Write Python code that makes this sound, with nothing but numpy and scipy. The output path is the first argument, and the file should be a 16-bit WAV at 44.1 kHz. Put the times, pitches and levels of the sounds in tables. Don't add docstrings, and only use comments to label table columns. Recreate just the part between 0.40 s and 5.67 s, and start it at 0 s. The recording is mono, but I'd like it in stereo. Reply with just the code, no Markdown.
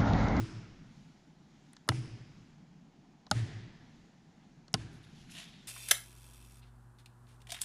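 import sys
import numpy as np
from scipy import signal
from scipy.fft import rfft, irfft
from scipy.io import wavfile
from scipy.ndimage import uniform_filter1d

SR = 44100
rng = np.random.default_rng(int(sys.argv[2]) if len(sys.argv) > 2 else 0)


def unload_audio(sound):
    columns = np.transpose(np.atleast_2d(sound))
    steps = np.round(np.clip(columns, -1, 1) * 32767)
    wavfile.write(sys.argv[1], SR, steps.astype(np.int16))


def nominal_scale(level):
    x = np.asarray(level, float) / 20
    return 10 ** x


N = 232460
LEAD = 8820

# (time [s], rattle level [dB], thump level [dB], wall throb level [dB], tunnel hiss level [dB])
SNAPS = [
    (-.087, -11, -32, -31, -45.5),
    (1.4885, -15, -18.5, -35.5, -47.5),
    (2.9122, -15.5, -16.5, -29.5, -46.5),
    (4.3402, -14, -19, -42.5, -53),
]
# (rattle decay [s], thump pitch [Hz], throb pitch [Hz], nearest wall level [dB], throb fade [dB/s])
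SWITCHES = [
    (0.0049, 207, 121.4, -40, -11.5),
    (0.011, 210, 122, -23, 3),
    (0.0082, 193, 117.6, -33.5, -9),
    (0.01, 165, 115, -33.5, -12),
]
# (frequency [Hz], peak level [dB], t60 [s], delay [s])
UPPER_RIGHT = [(658, -13.5, 0.04, 0.002345), (981, 5, 0.012, 0.00087), (1130, -20, 0.025, 0.0017),
               (1307, 1, 0.012, 0.00238), (1590, -10, 0.014, 0.0012), (1924, 5.5, 0.01, 0.00095),
               (2270, -3, 0.01, 0.0005), (2900, -11.5, 0.037, 0.002), (3600, 4, 0.0072, .0015),
               (4170, 0.5, 0.0093, 0.001317), (4580, -10.5, 0.0097, 0.00096), (5054, -2.5, 0.011, 0.00026),
               (6060, -10.5, 0.0086, 0.00016), (6920, -5, 0.0065, 0.00022), (9100, -3, 0.0059, 0.00036),
               (10260, -4.5, 0.0063, 0.000397), (12200, -11, 0.0043, 0.000366)]
LOWER_LEFT = [(617, -12.5, 0.059, 0.00299), (823, 2.5, 0.022, 0.00216), (1265, -21, 0.11, 0.00081),
              (1410, 5, 0.015, 0.00106), (2235, -19, 0.013, 0.00096), (2830, -14, 0.032, 0.000905),
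              (3210, -9.5, 0.015, 0.00162), (3780, -2.5, 0.012, 0.00202), (4400, -2, 0.013, 0.000943),
              (5230, 7, 0.0048, 0.0004), (6440, 2, 0.0061, 0.00036), (7170, -13, 0.0069, 0.0051),
              (8860, -17.5, 0.0046, 0.000291), (10160, -1.5, 0.0033, 0.000406),
              (13500, -26.5, 0.0045, .0004)]
LOWER_RIGHT = [(430, -17, 0.047, 0.00407), (626, -11, 0.021, 0.00252), (950, -10.5, 0.02, 0.00181),
               (1313, -9.5, 0.031, 0.00142), (780, -10.5, 0.024, 0.0024), (1063, -19, 0.065, 0.002),
               (1440, -3.5, 0.017, 0.0013), (2190, 3, 0.008, 0.001175), (2900, 1, 0.0071, 0.0005),
               (3800, -5.5, 0.01, 0.00055), (4630, -6.5, 0.016, 0.0014), (5470, 8, 0.006, 0.000218),
               (6440, -5, 0.0041, 0.000313), (7450, -9.5, 0.0051, 0.00073), (9650, -1, 0.0046, .0006),
               (13400, -20, 0.0044, 0.000865)]
# (frequency [Hz], density [dB/Hz])
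CRACK = [(240, 4), (400, -9), (1330, -4.5), (2520, -6.5), (3680, -13.5), (5380, -18), (6860, -22),
         (7740, -22.5), (10300, -22.5), (13800, -86), (15100, -74)]

# (frequency [Hz], t60 [s], level [dB])
LID_MODES = [(63.96, 1, -47.5), (250.5, 0.136, -37), (322.6, .7, -48), (330.7, 0.16, -41.5),
             (480, .03, -37)]
LID_HIGH_DB = [10, 4, -9, -5]

# (delay [s], length [s], level relative to the snap's throbs [dB])
WALLS = [(0.06, 0.07, 3.7), (0.091, 0.045, -0.5), (0.117, .065, 2.2), (0.166, .06, -12),
         (0.255, 0.1013, -6.5), (0.33, 0.067, -10), (0.393, 0.11, -22), (.53, 0.13, -24)]
NEAR_WALL_S, NEAR_THROB_S = 0.01883, .033
# (frequency [Hz], t60 [s])
TUNNEL_T60 = [(60, 2.84), (250, 1.11), (700, 1.94), (2000, 1.95), (5000, 1.58), (9000, 0.59), (14000, 0.66)]
# (frequency [Hz], density [dB/Hz])
RETURN = [(88, -11.5), (150, -1), (200, -7.5), (330, -9), (560, -22.5), (2400, -23.5), (10300, -29.5),
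          (12500, -54)]
# (frequency [Hz], width [octaves], level [dB])
RETURN_RINGS = [
    [(307, 0.23, 1.5), (1360, 0.2, 5), (3800, 0.48, -4), (5240, 0.19, 4)],
    [(310, .15, 10), (4000, .4, -3.5), (5110, .14, 6), (9500, 0.12, 5.5)],
    [(325.7, 0.23, 4.5), (680, .25, 3.5), (1850, 0.21, 7), (3270, 0.18, 1)],
    [(213, .3, 0.5), (762, 0.21, 6), (1590, 0.23, 6)],
]
# (delay [s], length [s], level [dB])
SWELLS = [
    (.075, 0.04, 3.5),
    (.25, .2, 1),
]

# (time [s], peak level [dB], centre [Hz], width [octaves])
TICKS = [(.4434, -59, 1093, .78), (1.3322, -44.5, 8700, 0.39), (1.333, -47, 1900, 1.1),
         (1.3662, -42, 4640, 0.68), (1.367, -46.5, 1900, 1.07), (1.478, -51, 9500, 0.35),
         (1.479, -42.5, 790, .84), (1.5182, -33.5, 790, .82), (1.519, -32.5, 2015, 0.44),
         (2.8661, -43.5, 3700, .73), (2.868, -48, 989, .85), (2.902, -56.5, 7030, 0.64),
         (4.2807, -45, 4200, .8), (4.282, -47.5, 905, 1.5), (4.33, -46, 7000, .6), (4.63, -60, 8000, .6),
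         (4.8943, -46, 2100, 0.5), (4.92, -41, 2740, 0.15)]
TICK_T60_S, TICK_T60_SLOPE = 0.033, .6
BOX_PAN_DB, TICK_PAN_DB = -1.1, -0.5

# (peak time [s], rise [s], fall [s], scrape level [dB], fine grit level above the scrape [dB])
SHOE = [
    (4.535, .02, .07, -77.5, 2.5),
    (4.637, 0.0085, .08, -70, -11),
    (4.82, 0.11, 0.045, -74, -5.5),
    (4.9, .012, 0.024, -71, -8),
    (4.914, .005, 0.02, -74.5, 17),
    (4.988, 0.049, 0.07, -51, -7),
    (5.13, 0.18, .35, -66, -36),
]
SHOE_EDGE_DB = -12.5
# (frequency [Hz], density [dB/Hz])
SCRAPE = [(410, -42), (700, -10), (886, -28), (1010, -14.5), (2080, -8), (3600, -5), (9000, -27),
          (13500, -49), (19800, -120)]
# (frequency [Hz], density [dB/Hz])
GRIT = [(3530, -19), (6000, -4), (7320, -4.5), (8180, -13), (10500, -0.5), (14200, -24), (14700, -33),
        (15000, -65)]

# (frequency [Hz], density [dB/Hz])
AIR = [(12, -23.5), (20, -15), (39, -5.5), (74, -14.5), (111, -12), (147, 2), (249, -4), (337, -12.5),
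       (525, -21.5), (796, -14.5), (1110, -22.5), (1460, -22.5), (2620, -29.5), (7000, -33), (8200, -44.5),
       (11900, -49), (12600, -65)]
AIR_DB = -58
# (time [s], length [s], level [dB])
DRAUGHTS = [
    (.45, 0.313, 7),
    (.95, .4, -2),
    (1.3, .3, -2),
    (2.0, .2, 2),
    (2.8, 0.55, -2.5),
    (3.58, 0.11, 3),
    (3.75, 0.18, -9.5),
    (3.93, .15, -1.5),
    (4.9, 0.29, 8.5),
    (5.2, .2, 5),
]
# (time [s], length [s], level [dB])
RUSTLES = [(.6, 0.5, 6), (1.25, 0.42, 4.5), (1.95, .4, 5), (3.55, 0.44, 4), (4.05, .35, 2.5),
           (4.8, 0.21, 11), (5.25, 0.17, 9)]

# (frequency [Hz], left-right correlation [-1 to 1])
SAME = [(60, 0.87), (130, 0.72), (290, 1), (630, -0.072), (1390, -0.22), (3050, 0.33), (6680, -0.084),
        (14700, -0.45)]
# (frequency [Hz], left port leads by [cycles])
PORT_LEAD = [(300, 0), (850, .03), (1100, .14), (1450, .18), (2100, .4), (2900, .73), (3700, 1.1),
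             (4300, 1.05), (10000, 1.06)]
# (frequency [Hz], left minus right [dB])
PORT_SHADE = [(500, 0), (1100, -4), (1450, -1), (2100, 2), (2900, -5), (4300, -2), (6500, -4), (9000, -6),
              (12000, -7)]


def switches():
    out = np.zeros((2, N + LEAD + 65000))
    bodies = LOWER_LEFT, UPPER_RIGHT, LOWER_LEFT, LOWER_RIGHT
    for k, (s, db, thump_db, walls_db, hiss_db) in enumerate(SNAPS):
        decay, thump_hz, throb_hz, near_db, fade_db = SWITCHES[k]
        near = nominal_scale(db) * rattle(bodies[k], decay)
        far = nominal_scale(db) * rattle(bodies[k], decay)
        add(out, s, placed(near, far, BOX_PAN_DB))
        add(out, s, lid(thump_hz, thump_db, LID_HIGH_DB[k]))
        add(out, s, nominal_scale(hiss_db) * tunnel(RETURN_RINGS[k]))
        near_start = s + NEAR_WALL_S - NEAR_THROB_S / 2
        add(out, near_start, nominal_scale(near_db) * throb(throb_hz, NEAR_THROB_S))
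        for delay, length, wall_db in WALLS:
            level = nominal_scale(walls_db + wall_db + fade_db * delay)
            add(out, s + delay - length / 2, level * throb(throb_hz, length))
    return out[:, LEAD:LEAD + N]


def rattle(modes, decay):
    t = np.arange(4096) / SR
    rings = np.zeros(4096)
    for hz, db, t60, delay in modes:
        u = np.maximum(t - delay, 0)
        envelope = nominal_scale(db - 60 * u / t60) * (1 - np.exp(-.8 * hz * u))
        rings += envelope * np.sin(2 * np.pi * (hz * u + rng.random()))
    crack = evened(colour(rng.standard_normal(4096), CRACK)) * (1 - np.exp(-t / 0.00057))
    chatter = nominal_scale(-28 - 60 * t / .035)
    body = 0.81 * rings + crack * (nominal_scale(-6.5) * np.exp(-t / (.5 * decay)) + chatter)
    return signal.lfilter(*signal.butter(2, 250, "high", fs=SR), body)


def lid(thump_hz, thump_db, high_db):
    t = np.arange(40000) / SR
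    sound = nominal_scale(thump_db - 60 * t / 0.035) * np.sin(2 * np.pi * thump_hz * t)
    for hz, t60, db in LID_MODES:
        sound += nominal_scale(db + high_db * (hz > 300) - 60 * t / t60) * np.sin(2 * np.pi * hz * t)
    soft_start = 1 - np.exp(-(t / 0.002475) ** 2)
    return signal.lfilter(*signal.butter(2, 55, "high", fs=SR), sound * soft_start)


def throb(hz, length):
    u = np.arange(0, length, 1 / SR)
    pitch = hz * rng.uniform(0.92, 1.048)
    return np.sin(np.pi * u / length) ** 2 * np.sin(2 * np.pi * (pitch * u + rng.random()))


def tunnel(rings):
    def db_at(hz, t):
        octave_rings = [(np.log2(f), 2 * width, db) for f, width, db in rings]
        tint = bumps(octave_rings, np.log2(hz + 1))
        unanswered = 2.6 / (1 + np.exp(np.minimum(t - .034, .1) / 0.001031))
        return tint - 60 * t / read(TUNNEL_T60, hz) + bumps(SWELLS, t) - unanswered
    size = 60000
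    tail = colour(diffuse(size, db_at, patchy_db=.6), RETURN)
    fade = signal.windows.tukey(size, .01) * np.linspace(1, 0, size) ** .3
    return tail / np.std(tail[:, 2000:14000]) * fade


def ticks():
    out, t = np.zeros((2, N + LEAD)), np.arange(2048) / SR
    for s, db, hz, width in TICKS:
        hump = [(hz / 8 ** width, -60), (hz / 2 ** width, -8), (hz, 0),
                (hz * 2 ** width, -10), (hz * 8 ** width, -70)]
        t60 = TICK_T60_S * (1e3 / hz) ** TICK_T60_SLOPE
        envelope = nominal_scale(-60 * t / t60) * (1 - np.exp(-t / 0.00047))
        near, far = envelope * colour(rng.standard_normal((2, 2048)), hump)
        add(out, s, nominal_scale(db) * placed(near, far, TICK_PAN_DB) / abs(near).max())
    return out[:, LEAD:]


def shoe():
    t = np.arange(N) / SR
    grains = nominal_scale(2.0 * evened(uniform_filter1d(rng.standard_normal(N), size=150)))
    bed = grains * diffuse(N, lambda hz, t: 0 * hz * t, patchy_db=1.2)
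    scrape_level, grit_level = np.zeros(N), np.zeros(N)
    for s, rise, fall, db, grit_db in SHOE:
        move = nominal_scale(db + SHOE_EDGE_DB * np.maximum((s - t) / rise, (t - s) / fall))
        scrape_level += move
        grit_level += move * nominal_scale(grit_db)
    scrape = evened(colour(bed, SCRAPE)) * scrape_level
    grit = evened(colour(bed, GRIT)) * grit_level
    return nominal_scale(5.5) * (scrape + grit)


def air():
    def db_at(hz, t):
        low = 1 / (1 + (hz / 200) ** 4)
        high = 1 / (1 + (1800 / (hz + 1)) ** 4)
        return low * bumps(DRAUGHTS, t) + high * bumps(RUSTLES, t)
    return nominal_scale(AIR_DB) * evened(colour(diffuse(N, db_at, patchy_db=1.0), AIR))


def diffuse(size, db_at, patchy_db=1.0):
    frames, hz = size // 128 + 5, np.fft.rfftfreq(512, 1 / SR)[:, None]
    a, b, c, d, patches = rng.standard_normal((frames, 257, 5)).T
    patches = uniform_filter1d(patches, size=6, axis=0)
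    patches = evened(uniform_filter1d(patches, size=20, axis=1))
    same = np.clip(read(SAME, hz), -1, 1)
    left, other = a + 1j * b, c + 1j * d
    z = np.array([left, same * left + np.sqrt(1 - same ** 2) * other])
    z *= nominal_scale(db_at(hz, np.arange(frames) * 128 / SR) + patchy_db * patches)
    return signal.istft(z, nperseg=512, noverlap=384)[1][:, :size]


def placed(near, far, pan_db):
    size = len(near)
    hz = np.fft.rfftfreq(size, 1 / SR)
    later = irfft(rfft(near) * np.exp(-2j * np.pi * read(PORT_LEAD, hz)), size)
    shaded = colour(.94 * near + .33 * far, PORT_SHADE)
    pan_db = np.clip(pan_db, -3, 1)
    quiet_end = np.arange(size) < size - 256
    return quiet_end * np.array([shaded, later]) * nominal_scale(np.array([[pan_db], [-pan_db]]) / 2)


def add(mix, s, sound):
    part = mix[..., round(s * SR) + LEAD:][..., :sound.shape[-1]]
    part += sound[..., :part.shape[-1]]


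def colour(x, points):
    size = x.shape[-1]
    return irfft(rfft(x) * nominal_scale(read(points, np.fft.rfftfreq(size, 1 / SR))), size)


def read(points, hz):
    f, value = np.transpose(points)
    return np.interp(np.log(hz + 1), np.log(f + 1), value)


def bumps(rows, at):
    return sum(db * np.exp(-((at - centre) / (.5 * width)) ** 2) for centre, width, db in rows)


def evened(x):
    return x / np.sqrt(np.mean(x ** 2) + 1e-20)


def scene():
    return switches() + ticks() + air() + shoe()


def top_cut(x):
    return signal.sosfilt(signal.butter(12, 15260, fs=SR, output="sos"), x)


def record(dry):
    limited = signal.oaconvolve(dry, signal.firwin(127, 15000, fs=SR)[None], "same")
    return top_cut(limited)


dry = scene()
out = record(dry)
unload_audio(out)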